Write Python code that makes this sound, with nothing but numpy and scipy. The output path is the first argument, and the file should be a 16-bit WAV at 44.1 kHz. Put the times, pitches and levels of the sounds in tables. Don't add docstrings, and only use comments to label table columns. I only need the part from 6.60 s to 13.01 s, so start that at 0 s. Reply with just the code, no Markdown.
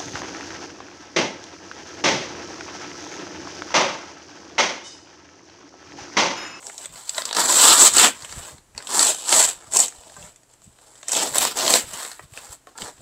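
import sys
import numpy as np
from scipy import signal
from scipy.fft import rfft, irfft
from scipy.io import wavfile
from scipy.ndimage import uniform_filter1d

SR = 44100
rng = np.random.default_rng(int(sys.argv[2]) if len(sys.argv) > 2 else 0)


def boost(x):
    u = np.asarray(x, float) / 20
    return 10 ** u


def to_wav(sig):
    pcm = np.clip(np.atleast_2d(sig), -1, 1) * 32767
    pcm = np.round(pcm).astype(np.int16)
    wavfile.write(sys.argv[1], SR, pcm.T)


N = 282681


def evened(x):
    return x / np.sqrt(np.mean(x ** 2) + 1e-20)


def read(points, hz):
    f, value = np.transpose(points)
    return np.interp(np.log(hz + 1), np.log(f + 1), value)


def wander(samples):
    size = int(samples)
    smooth = uniform_filter1d(rng.standard_normal(N), size)
    return evened(uniform_filter1d(smooth, size))


def in_time(per_ms):
    return np.interp(np.arange(N) / SR * 1000, np.arange(len(per_ms)), per_ms)


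def stroke(crest_s, rise_s, fall_s, db, bend=1.83):
    drop_db = 25
    late = np.arange(0, N / SR + .01, .001) - crest_s
    away = abs(late) / np.maximum(np.where(late < 0, rise_s, fall_s), .01)
    return boost(2 * (db - drop_db * np.minimum(away, 4) ** bend))


def background():
    # pitch_hz, level_db
    hiss_colour = [(15, -38), (25, 10), (119, -1), (193, -6.5), (297, 2), (800, -1), (1400, -5),
                   (2200, -8.5), (5160, -10), (7520, -2.5), (15600, -22.5)]
    # pitch_hz, rms_db
    hum_tones = [(120, -72), (300, -77)]
    hz = np.fft.rfftfreq(N, 1 / SR)
    hiss = irfft(rfft(rng.standard_normal(N)) * boost(read(hiss_colour, hz)), N)
    t = np.arange(N) / SR
    hum = sum(boost(db) * np.sqrt(2) * np.sin(2 * np.pi * f * t) for f, db in hum_tones)
    return boost(-61) * evened(hiss) + hum


def air():
    # crest_s, peak_db, pitch_hz, length_cycles
    puff_events = [(1.78, -32, 70, 0.52), (1.805, -36, 81.2, 0.42), (3.39, -45, 55, 0.4),
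                   (3.647, -40, 149.5, 0.42), (4.079, -40.5, 130, 0.39), (5.274, -41, 90, 0.55),
                   (5.346, -41, 123, 0.39), (5.729, -39.5, 105, 0.66), (5.905, -40, 70.4, 0.51),
                   (6.229, -30, 131, 0.26), (3.602, -48.5, 590, 16), (3.655, -48.5, 603, 14),
                   (3.588, -42, 150, .5), (5.243, -40, 80, 0.5), (5.62, -47, 90, .6),
                   (5.642, -42.5, 130, 0.73), (5.657, -44, 80, .6), (1.635, -42, 120, 0.64),
                   (1.712, -46, 85, .8), (1.938, -43, 90, 1), (2.18, -44, 110, 0.76)]
    # crest_s, rise_s, level_db
    gust_events = [(.32, 0.053, -39), (1.12, 0.93, -46.5), (1.25, 0.091, -52), (1.39, 0.11, -34),
                   (1.689, 0.73, -49), (1.78, 0.065, -27.5), (1.95, 0.12, -32), (2.18, 0.15, -45.5),
                   (2.41, .22, -53), (2.73, 0.08, -37.5), (3.21, 1, -44.5), (3.639, 0.2, -41.5),
                   (4.08, 0.14, -41.5), (4.82, 0.3, -37), (5.14, .08, -71), (5.341, 0.63, -41),
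                   (5.65, 0.12, -42), (5.91, 0.13, -51), (6.23, 0.056, -40.5), (6.41, 0.29, -46.5)]
    fall_s, calm_db = 0.094, -64.5
    t = np.arange(N) / SR
    pushes = np.zeros(N)
    for s, db, hz, cycles in puff_events:
        swell = np.exp(-((t - s) * hz / cycles) ** 2)
        pushes += boost(db) * swell * np.sin(2 * np.pi * hz * (t - s) + 1.0)
    band = signal.butter(2, [40, 170], "band", fs=SR, output="sos")
    rumble = signal.sosfilt(band, rng.standard_normal(N))
    lumpy = evened(rumble * boost(5.4 * wander(700)))
    power = boost(2 * calm_db) + sum(stroke(s, rise_s, fall_s, db, bend=1.0)
                                   for s, rise_s, db in gust_events)
    return pushes + in_time(np.sqrt(power)) * boost(-8.5) * lumpy


def taps():
    # start_s, peak_db, pitch_hz, t60_s
    tap_events = [
        (3.564, -43.5, 1040, 0.09),
        (3.568, -40, 806, 0.051),
        (3.673, -45, 970, .05),
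        (5.592, -46, 740, 0.056),
        (6.0712, -41, 720, 0.066),
        (6.1535, -45.5, 904, 0.16),
        (6.2605, -41, 850, .1),
    ]
    t, out = np.arange(SR // 4) / SR, np.zeros(N + SR)
    for s, db, hz, t60 in tap_events:
        pair = np.sin(2 * np.pi * hz * t) + 0.92 * np.sin(2 * np.pi * 1.5 * hz * t)
        attack = np.minimum(t / 0.0009, 1)
        out[round(s * SR):][:len(t)] += boost(db - 60 * t / t60) * attack * pair
    return out[:N]


def causal(gain_db):
    log_gain = np.log(boost(np.maximum(gain_db, -100)))
    circle = np.concatenate([log_gain, log_gain[-2:0:-1]])
    response = np.fft.ifft(np.exp(np.conj(signal.hilbert(circle)))).real[:768]
    return response / np.linalg.norm(response)


def zones(draw, bump_db):
    # pitch_hz, level_db
    paper_colour = [(35, -60.5), (60, -46.5), (135, -21.5), (285, -8), (534, -8.5), (614, -5), (1350, -7),
                    (2260, -7), (3680, -6), (5590, -5), (7740, -1.5), (10000, -10), (11800, -12),
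                    (14500, -15), (15800, -17)]
    # pitch_hz, width_hz, level_db
    port_humps = [
        (7820, 2000, 10),
        (2200, 240, -1.5),
    ]
    zone_edges_hz = [920, 2200, 5500]
    hz = np.fft.rfftfreq(1024, 1 / SR)
    humps = np.interp(hz, SR / 2 * np.linspace(0, 1, len(draw)) ** 1.5, draw)
    low, mid, high = (1 / (1 + ((hz + 1) / edge) ** 8) for edge in zone_edges_hz)
    port_db = sum(db / (1 + (2 * (hz - f) / width) ** 2) for f, width, db in port_humps)
    slid_hz = hz * np.exp(0.34 * draw[0] * (high - low))
    own_db = read(paper_colour, slid_hz) + bump_db * humps + port_db
    shares = 1 - high, low, mid - low, high - mid
    return np.array([causal(own_db + 10 * np.log10(share + 1e-9)) for share in shares])


def flutter(ms, draw, rise_ms=0.27):
    t_ms = np.arange(len(draw)) / SR * 1000
    burst = draw * (1 - np.exp(-t_ms / rise_ms)) * np.exp(-t_ms / np.maximum(ms, .1))
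    return burst / np.linalg.norm(burst)


def snaps():
    # start_s, peak_db, panels_rel_db, middle_rel_db, ring_hz
    finger_folds = [(0.0673, -16.5, -23.5, -9.5, 5360), (.179, -19, -35, -10.5, 4190),
                    (0.2404, -32, -19, -8, 4930), (0.257, -14.5, -20, -15.5, 3470),
                    (.3571, -34.5, -2, 0, 4530), (0.4933, -8, -30, -9, 4030),
                    (0.5459, -32.5, -1, 6.5, 4760), (0.58, -13, -1.5, -1.5, 3900),
                    (0.6193, -23.5, -0.5, 5, 4000), (0.653, -12, -18, -5.5, 4640),
                    (0.69, -29.5, -5, 6, 3380), (0.71, -23, 2.5, 6, 3580), (0.728, -17.5, -2, 2.5, 4580),
                    (0.7483, -15.5, -8, -0.5, 4160), (1.573, -29.5, -12, -14, 4420),
                    (1.6221, -30.5, -7, 1.5, 4400), (1.6458, -26, -6, -8, 3430),
                    (1.6935, -34.5, -7, -4, 3200), (1.7243, -26, -2.5, -2.5, 4900),
                    (2.1777, -16.5, -14, -3, 4450), (2.203, -42.5, 10.5, -17, 3760),
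                    (2.224, -26.5, -11, -12, 3740), (2.2705, -20.5, -24, -2.5, 3570),
                    (5.7742, -28, -3, -0.5, 2560), (0.247, -29.5, -10, -4, 3480),
                    (0.576, -27.5, -15, -1, 4000)]
    # start_s, peak_db, panels_rel_db, middle_rel_db
    pull_snaps = [(0.767, -13, -4, 2.5), (4.85, -9.5, -4, -9), (1.04, -11, -21, -4.5),
                  (1.336, -3, -31.5, -27.5), (1.3814, -5, -18, 1), (2.3023, -24, -24, -22.5),
                  (2.3925, -1, -29, -6.5), (2.6743, -18.5, -27, -32), (2.6912, -6, -21, -21),
                  (2.7254, -2, -12, -10.5), (3.1225, -21, -13, -21), (3.136, -6, -26, -32.5),
                  (3.149, -7, -30, -25), (3.169, 4.5, -39, -25.5), (3.1885, -2, -27.5, -27),
                  (3.202, 4.5, -35, -28), (3.281, -14.5, -24, -13), (4.4829, -10.5, -22, -21),
                  (4.5183, -5, -25, -44), (4.5509, -13.5, -31, -4.5), (4.7378, -19, -10.5, -16),
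                  (4.7452, -15.5, -14, -14.5), (4.7572, -11.5, -16, -29), (4.7822, -2.5, -52.5, -10),
                  (4.9617, -22.5, -21, -23.5), (4.9713, -15.5, -17, -21), (4.9874, -17.5, -14, 0),
                  (5.0635, -17.5, -9.5, 1), (5.0783, -14.5, -8, 2.5), (5.1384, -6, -13.5, 4)]
    # start_s, peak_db, panels_rel_db, middle_rel_db
    more_folds = [(1.783, -30.5, -27, -24), (1.981, -44, -2, -2.5), (2.149, -39.5, -2, -12),
                  (3.022, -37.5, -5, -22), (3.323, -35, -2.5, -11), (3.359, -40, -25, -3),
                  (3.546, -58, 6, 1), (3.6252, -29.5, -26, -9), (3.7594, -32.5, -20.5, -19),
                  (3.832, -42.5, -11.5, -14), (3.936, -36, -21.5, -20), (4.018, -40.5, -8, -8.5),
                  (4.187, -46.5, 3, 0.5), (4.354, -36.5, -11, -9), (4.4294, -30, -9, -5),
                  (5.593, -41.5, 11.5, -20), (5.736, -31, -8.5, -16), (6.0703, -39, 5.5, -6.5),
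                  (6.178, -23, -17, -10), (6.1842, -28, 1, -6), (6.26, -30, 2, -13), (0.0273, -39, 1, -13),
                  (5.8985, -42.5, -17, -19), (3.497, -38.5, -4, -3), (.097, -28.5, -4.5, -20),
                  (5.334, -19.5, -17, -22), (5.416, -32, -25, 0.5), (5.449, -27, -2.5, -5),
                  (5.5149, -25.5, -8.5, -7), (6.219, -22.5, -9, -0.5), (5.4297, -22, -14, -10),
                  (6.1527, -57, 4.5, -4.5), (5.787, -35.5, -8, -15), (5.339, -24.5, -15, -10.5),
                  (6.284, -34, -9, -6), (6.378, -48, 2, -5), (6.225, -27, -16, -7), (6.235, -35.5, -11, -8)]
    flurry_ms, flurry_spread, pulled_length_ratio = 2.2, 0.22, 0.88
    usual_ring_hz, ring_spread, ring_q, small_top_hz = 3900, 0.14, 4.8, 1900
    creases = finger_folds + pull_snaps + more_folds
    out = np.zeros(N + SR)
    small_filter = signal.butter(2, small_top_hz, fs=SR)
    draws = rng.standard_normal((len(creases), 624))
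    for (s, db, panel_db, middle_db, *ring), draw in zip(creases, draws):
        ms = flurry_ms * np.exp(flurry_spread * draw[-1])
        if (s, db, panel_db, middle_db) in pull_snaps:
            ms *= pulled_length_ratio
        ring_hz = ring[0] if ring else usual_ring_hz * np.exp(ring_spread * draw[-2])
        tick = signal.unit_impulse(len(draw[24:]), 30) / ms
        slip = flutter(ms, draw[24:]) + 0.61 * tick
        responses = zones(draw[:24], bump_db=2.5)
        fine, large, small, middle = signal.fftconvolve(responses, slip[None], axes=1)
        small = signal.lfilter(*small_filter, small)
        middle = signal.lfilter(*signal.iirpeak(ring_hz, ring_q, SR), middle)
        parts = np.array([fine, large, small, middle])
        levels_db = np.array([-1.5, panel_db - 2.5, panel_db + 2.0, middle_db + 2])
        gains = boost(levels_db) / abs(parts).max(axis=1)
        out[round(s * SR):][:parts.shape[1]] += boost(db) * gains @ parts
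    blunt = signal.butter(2, [400, 11500], "band", fs=SR, output="sos")
    return signal.sosfilt(blunt, out[:N])


def jerks():
    # centre_s, half_length_s, lift_db
    grip_slips = [(0.773, 0.0053, 1), (0.803, 0.0043, 2.5), (0.806, .005, 3.5), (0.854, 0.013, 5.5),
                  (0.868, 0.011, -6), (0.899, .008, 1.5), (0.979, 0.0026, 2), (1.039, 0.0034, 4),
                  (1.062, 0.0054, -3), (1.093, 0.0056, -1.5), (1.126, 0.0022, 1.5), (1.133, 0.0021, -1.5),
                  (1.165, 0.019, -2), (1.222, 0.0069, 1.5), (1.239, 0.0053, 0), (1.269, .005, 1.5),
                  (1.344, .005, 3), (1.352, 0.0022, 1.5), (1.366, 0.0038, 3.5), (1.392, 0.0068, 3.5),
                  (1.443, .008, 3), (2.406, .005, 5), (2.428, 0.0021, 6.5), (2.499, .007, 0.5),
                  (2.509, .003, 1.5), (2.531, 0.0012, 1), (2.546, .003, 8.5), (2.7, 0.0028, 2.5),
                  (2.709, 0.0046, 2), (2.722, .005, 1), (2.739, 0.0099, 3.5), (2.798, .008, 5),
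                  (2.828, .004, 4.5), (2.843, 0.0089, 2), (2.871, 0.0072, -6), (2.883, 0.012, 4),
                  (3.12, 0.0061, 0.5), (3.137, .005, 1.5), (3.167, 0.0088, 8.5), (3.192, .003, -2),
                  (3.195, 0.0043, 9.5), (3.204, 0.0029, 0), (3.223, 0.0047, 2.5), (3.248, 0.0044, 2),
                  (3.855, 0.0287, -17), (4.491, 0.0048, 9), (4.507, .005, -6), (4.531, .005, 4.5),
                  (4.569, 0.0068, 5), (4.631, 0.0089, 1), (4.755, 0.0046, 7.5), (4.775, 0.0092, 1.5),
                  (4.797, 0.0049, -7), (4.826, 0.011, 4.5), (4.871, 0.0042, 5.5), (4.994, 0.0083, -0.5),
                  (5.021, .006, 1), (5.104, .005, 5.5), (5.154, 0.008, 3), (5.188, .004, 4)]
    t = np.arange(0, N / SR + .01, .001)
    return sum(db * np.exp(-((t - s) / max(length, .002)) ** 2) for s, length, db in grip_slips)


def hands():
    # crest_s, rise_s, fall_s, crest_db, panel_size_db
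    strong_pulls = [(.8, 0.062, 0.056, -16.5, 4), (.93, 0.18, 0.38, -16.5, 2),
                    (1.08, 0.23, 0.23, -7.5, -2.5), (1.21, 0.037, 0.16, -12.5, -4),
                    (1.275, 0.23, 0.024, -7, -4.5), (1.345, 0.013, 0.035, -29.5, -3),
                    (1.385, 0.069, 0.059, -10.5, -0.5), (1.45, 0.13, 0.064, -11, 1),
                    (2.39, 0.13, 0.17, -16.5, 1.5), (2.49, 0.17, 0.066, -16, -3.5),
                    (2.78, 0.15, 0.16, -12, -3.5), (3.15, 0.039, 0.049, -18, -4.5),
                    (3.212, 0.049, 0.082, -16.5, -5), (4.535, 0.058, 0.098, -24, -6),
                    (4.6, 0.14, 0.16, -21, 1.5), (4.785, 0.067, 0.15, -22, 4.5),
                    (4.86, 0.21, 0.057, -30, 5.5), (4.91, 0.051, 0.043, -36, 7.5),
                    (4.99, 0.055, 0.14, -26.5, 7), (5.15, 0.16, 0.091, -18, 3.5)]
    # crest_s, rise_s, fall_s, crest_db, panel_size_db
    light_rustles = [(0.069, 0.13, 0.27, -38, -2.5), (0.203, 0.04, 0.16, -38, 0),
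                     (.37, 0.089, 0.11, -37.5, 0), (0.502, 0.1, 0.21, -37.5, -2.5),
                     (0.588, 0.065, 0.1, -30, 3), (0.662, 0.014, 0.093, -33, 3),
                     (1.62, 0.72, 0.32, -41.5, 3.5), (1.832, 0.22, 0.18, -36, 3),
                     (2.178, 0.04, 0.18, -46, 8), (2.632, 0.39, 0.051, -33, -4.5),
                     (3.07, 1, 0.056, -53.5, 16), (3.38, 0.84, 0.47, -44.5, -0.5),
                     (3.642, 0.2, 0.11, -41, 1), (3.8, .1, 0.069, -67, -1.5),
                     (3.9, .02, 0.045, -52.5, -2.5), (3.94, 0.037, 0.052, -56, 0),
                     (4.035, 0.044, 0.1, -50.5, -5.5), (4.3, 0.3, 0.95, -49.5, 1.5),
                     (6.279, 0.052, 0.062, -38, 6.5), (5.781, 0.04, 0.019, -38, 4),
                     (5.63, 0.056, 0.037, -50.5, 4.5), (6.165, 0.031, 0.059, -62, 27),
                     (5.397, 0.26, 0.22, -34, 2.5), (5.79, 0.14, 0.23, -45, 1.5),
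                     (5.86, 0.092, 0.11, -45.5, 7.5), (5.923, 0.037, 0.053, -38, 0.5),
                     (6.225, 0.065, 0.062, -33.5, 4), (6.351, 0.15, 0.32, -52, 4),
                     (6.085, 0.0212, 0.095, -58, 9)]
    # level_db, size_follow (ratio), drift_db
    panel_levels = [
        (-14.5, 1.12, 1.5),
        (-11, 1.22, 0),
        (-5, 0.44, 1.0),
    ]
    # start_s, opened_db, crushed_db
    sheet_state = [(0, 7, -2), (.5, -4.5, 1), (0.899, -0.5, -0.5), (1.1, -3, 1), (1.231, -1.5, 0),
                   (1.45, -2.5, 0), (2.0, 1.5, -0.5), (2.4, -2, 0), (2.5, -0.5, 1.5), (2.75, -3.5, 0.5),
                   (3.2, 0.5, -0.5), (3.7, 1, 0), (4.3, -0.5, 0.5), (4.6, 1.5, 0.5), (4.85, 1.5, 3),
                   (5.15, 2.5, 2), (5.4, -6, 2), (6.4, 1, 1)]
    state_shares = [
        (0.85, 0.049),
        (-0.54, 0.24),
        (-0.17, 1.3),
    ]
    rest_db, rest_size_db = -70, 9.5
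    moves = strong_pulls + light_rustles
    power, rest = np.array([stroke(*row[:4]) for row in moves]), boost(2 * rest_db)
    total = power.sum(0) + rest
    sizes_db = np.transpose(moves)[-1]
    size_db = in_time((sizes_db @ power + rest_size_db * rest) / total)
    s, *states = np.transpose(sheet_state)
    t = np.arange(N) / SR
    state_db = np.array(state_shares) @ [np.interp(t, s, state) for state in states]
    effort_db = in_time(10 * np.log10(total) + jerks())
    rel_db = [db + follow * size_db + moved_db + drift_db * wander(800)
              for (db, follow, drift_db), moved_db in zip(panel_levels, state_db)]
    return effort_db, rel_db


def crackle(per_s=1050, denser=.5, spread_db=3.0, clump_db=0.93, count=17):
    fine_db, rel_db = hands()
    chance = np.clip(per_s * boost(denser * (fine_db + 46.0)) / SR, .065, .18)
    sizes_db = spread_db * np.minimum(rng.exponential(1, N), 4)
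    sizes = evened(boost(sizes_db) * rng.choice([-1., 1.], N))
    clumps = evened(boost(clump_db * wander(320)))
    slips = sizes * (rng.random(N) < chance) / np.sqrt(chance) * clumps
    drive = slips * boost(fine_db + np.array([0 * fine_db, *rel_db]))
    hand = np.arange(N) // 1000
    patch = (hand + rng.integers(0, count // 2, N)) % count
    out = np.zeros(N)
    for k, draw in enumerate(rng.standard_normal((count, 324))):
        slip = evened(flutter(.6, draw[24:]) + 1.1 * signal.unit_impulse(300, 20)) / np.sqrt(300)
        grains = signal.fftconvolve(zones(draw[:24], bump_db=2.0), slip[None], axes=1)
        out += signal.oaconvolve(drive * (patch == k), grains, axes=1)[:, :N].sum(0)
    return out


def hollow(x):
    # start_s, low_hz, high_hz, low_share (ratio), high_share (ratio)
    panel_shape = [(0, 880, 4240, 0.67, 0.31), (.75, 940, 3870, 0.97, 0.61), (.85, 780, 4040, 0.5, 1.2),
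                   (1.15, 1250, 3900, 1.6, 0.65), (1.38, 1056, 3970, 0.3, 0.36),
                   (1.454, 875, 3015, .5, 1.5), (1.6, 940, 3620, 0.37, 0.36), (2.33, 1000, 4600, 0.7, .5),
                   (2.42, 1000, 4220, 0.31, 0.34), (2.5, 642, 3170, 1, 0.47), (2.69, 910, 4700, 1.1, 0.87),
                   (2.83, 705, 3350, 1.6, 0.27), (3.2, 730, 5030, 1.19, 0.22),
                   (4.499, 670, 5200, 0.76, 0.36), (4.62, 644, 3240, 0.92, 0.34),
                   (4.79, 640, 3680, 1, 0.22), (4.9, 845, 4350, 0.13, 0.39), (5.12, 615, 3900, 0.71, .1)]
    tone_widths_hz = [350, 1520]
    s, *columns = np.transpose(panel_shape)
    low_hz, high_hz, low, high = (np.interp(np.arange(N) / SR, s, column) for column in columns)
    out = x.copy()
    for tone_hz, share, width_hz in zip((low_hz, high_hz), (low, high), tone_widths_hz):
        turn = np.exp(2j * np.pi * np.cumsum(tone_hz) / SR)
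        r = np.exp(-np.pi * width_hz / SR)
        out += share * 2 * (turn * signal.lfilter([1 - r], [1, -r], x / turn)).real
    return out


def turned(x):
    # start_s, above_10_khz_db, near_6_khz_db
    sheet_facing = [(0, -13, 0), (.35, -1.5, 0), (0.601, -1.5, -0.5), (1.399, -6, 1), (1.85, -1.5, 1),
                    (2.35, -6, 1.5), (2.55, -8.5, 0), (3.2, -7, 1), (4.2, -8, -3.5), (4.45, -8, 1),
                    (4.62, -4, 5), (4.78, 8.5, -1), (5.0, 5, 5.5), (5.3, 3, 0), (5.55, 3, -3),
                    (5.901, 1.5, 0), (6.17, 2, -0.5), (6.25, -5, 0)]
    # start_s, near_2400_hz_db, near_9500_hz_db
    sheet_lift = [(0, 3.5, -1), (.45, 1, -1), (.58, -3, -2), (.9, -3.5, -0.5), (1.12, -2.5, -0.5),
                  (1.3, 0, -2), (1.75, 2.5, 1), (2.15, 1.5, -1), (2.35, -2.5, 1.5), (2.75, 1, 2),
                  (3.2, 1, 0), (3.9, 2.5, -2), (4.28, -3, 2.5), (4.47, 2.5, -1.5), (4.75, 1.5, -0.5),
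                  (5.15, 2.5, 1.5), (5.55, 2, 4), (6.1, -3, 0)]
    s, top_db, side_db = np.transpose(sheet_facing)
    at, dip_db, skirt_db = np.transpose(sheet_lift)
    top = signal.sosfiltfilt(signal.butter(2, 10000, "high", fs=SR, output="sos"), x)
    side, dip, skirt = (signal.sosfiltfilt(signal.butter(1, hz, "band", fs=SR, output="sos"), x)
                        for hz in ([5000, 7000], [1700, 3200], [8500, 11000]))
    moves = (top, s, top_db), (side, s, side_db), (dip, at, dip_db), (skirt, at, skirt_db)
    t = np.arange(N) / SR
    return x + sum(part * (boost(np.interp(t, when, db)) - 1) for part, when, db in moves)


def echoes(wet_db):
    # pitch_hz, t60_s
    room_decay = [(300, 0.27), (800, 0.031), (2100, 0.25), (5500, 0.11), (12000, 0.14)]
    # delay_s, level_db
    bench_echoes = [(.0021, -10), (.0037, -13), (.0062, -15), (.0105, -17)]
    impulses, slots = np.zeros(SR // 2), np.arange(300, SR // 2 - 20, 20)
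    impulses[slots + rng.integers(0, 20, len(slots))] = rng.choice([-1., 1.], len(slots))
    hz, t, z = signal.stft(impulses, SR, nperseg=256)
    decay = boost(-60 * t / read(room_decay, hz)[:, None])
    tail = signal.istft(z * decay, SR, nperseg=256)[1]
    tail *= boost(wet_db) / np.linalg.norm(tail)
    for s, db in bench_echoes:
        tail[round(s * SR * rng.uniform(.75, 1.25))] += boost(db)
    return tail


def room(x, wet_db=-11, stay_s=.04, count=8):
    place = np.arange(N) / (SR * stay_s)
    out = x.copy()
    for k in range(count):
        away = (place - k + count / 2) % count - count / 2
        here = np.cos(np.pi / 2 * np.clip(away, -1, 1))
        out += signal.oaconvolve(x * here ** 2, echoes(wet_db))[:N]
    return out


def scene():
    paper = boost(-2.0) * hollow(crackle()) + snaps() + taps()
    return (room(turned(paper)) + air() + background())[None]


def band_limit(x):
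    return signal.sosfilt(signal.butter(12, 15700, fs=SR, output="sos"), x)


def record(dry, ceiling=1.2):
    squeezed = dry / (1 + abs(dry / ceiling) ** 4) ** .25
    edge = signal.firwin(767, 15800, window=("kaiser", 8), fs=SR)
    mix = signal.oaconvolve(squeezed, edge[None], "same")
    return band_limit(mix)


dry = scene()
out = record(dry)
to_wav(out)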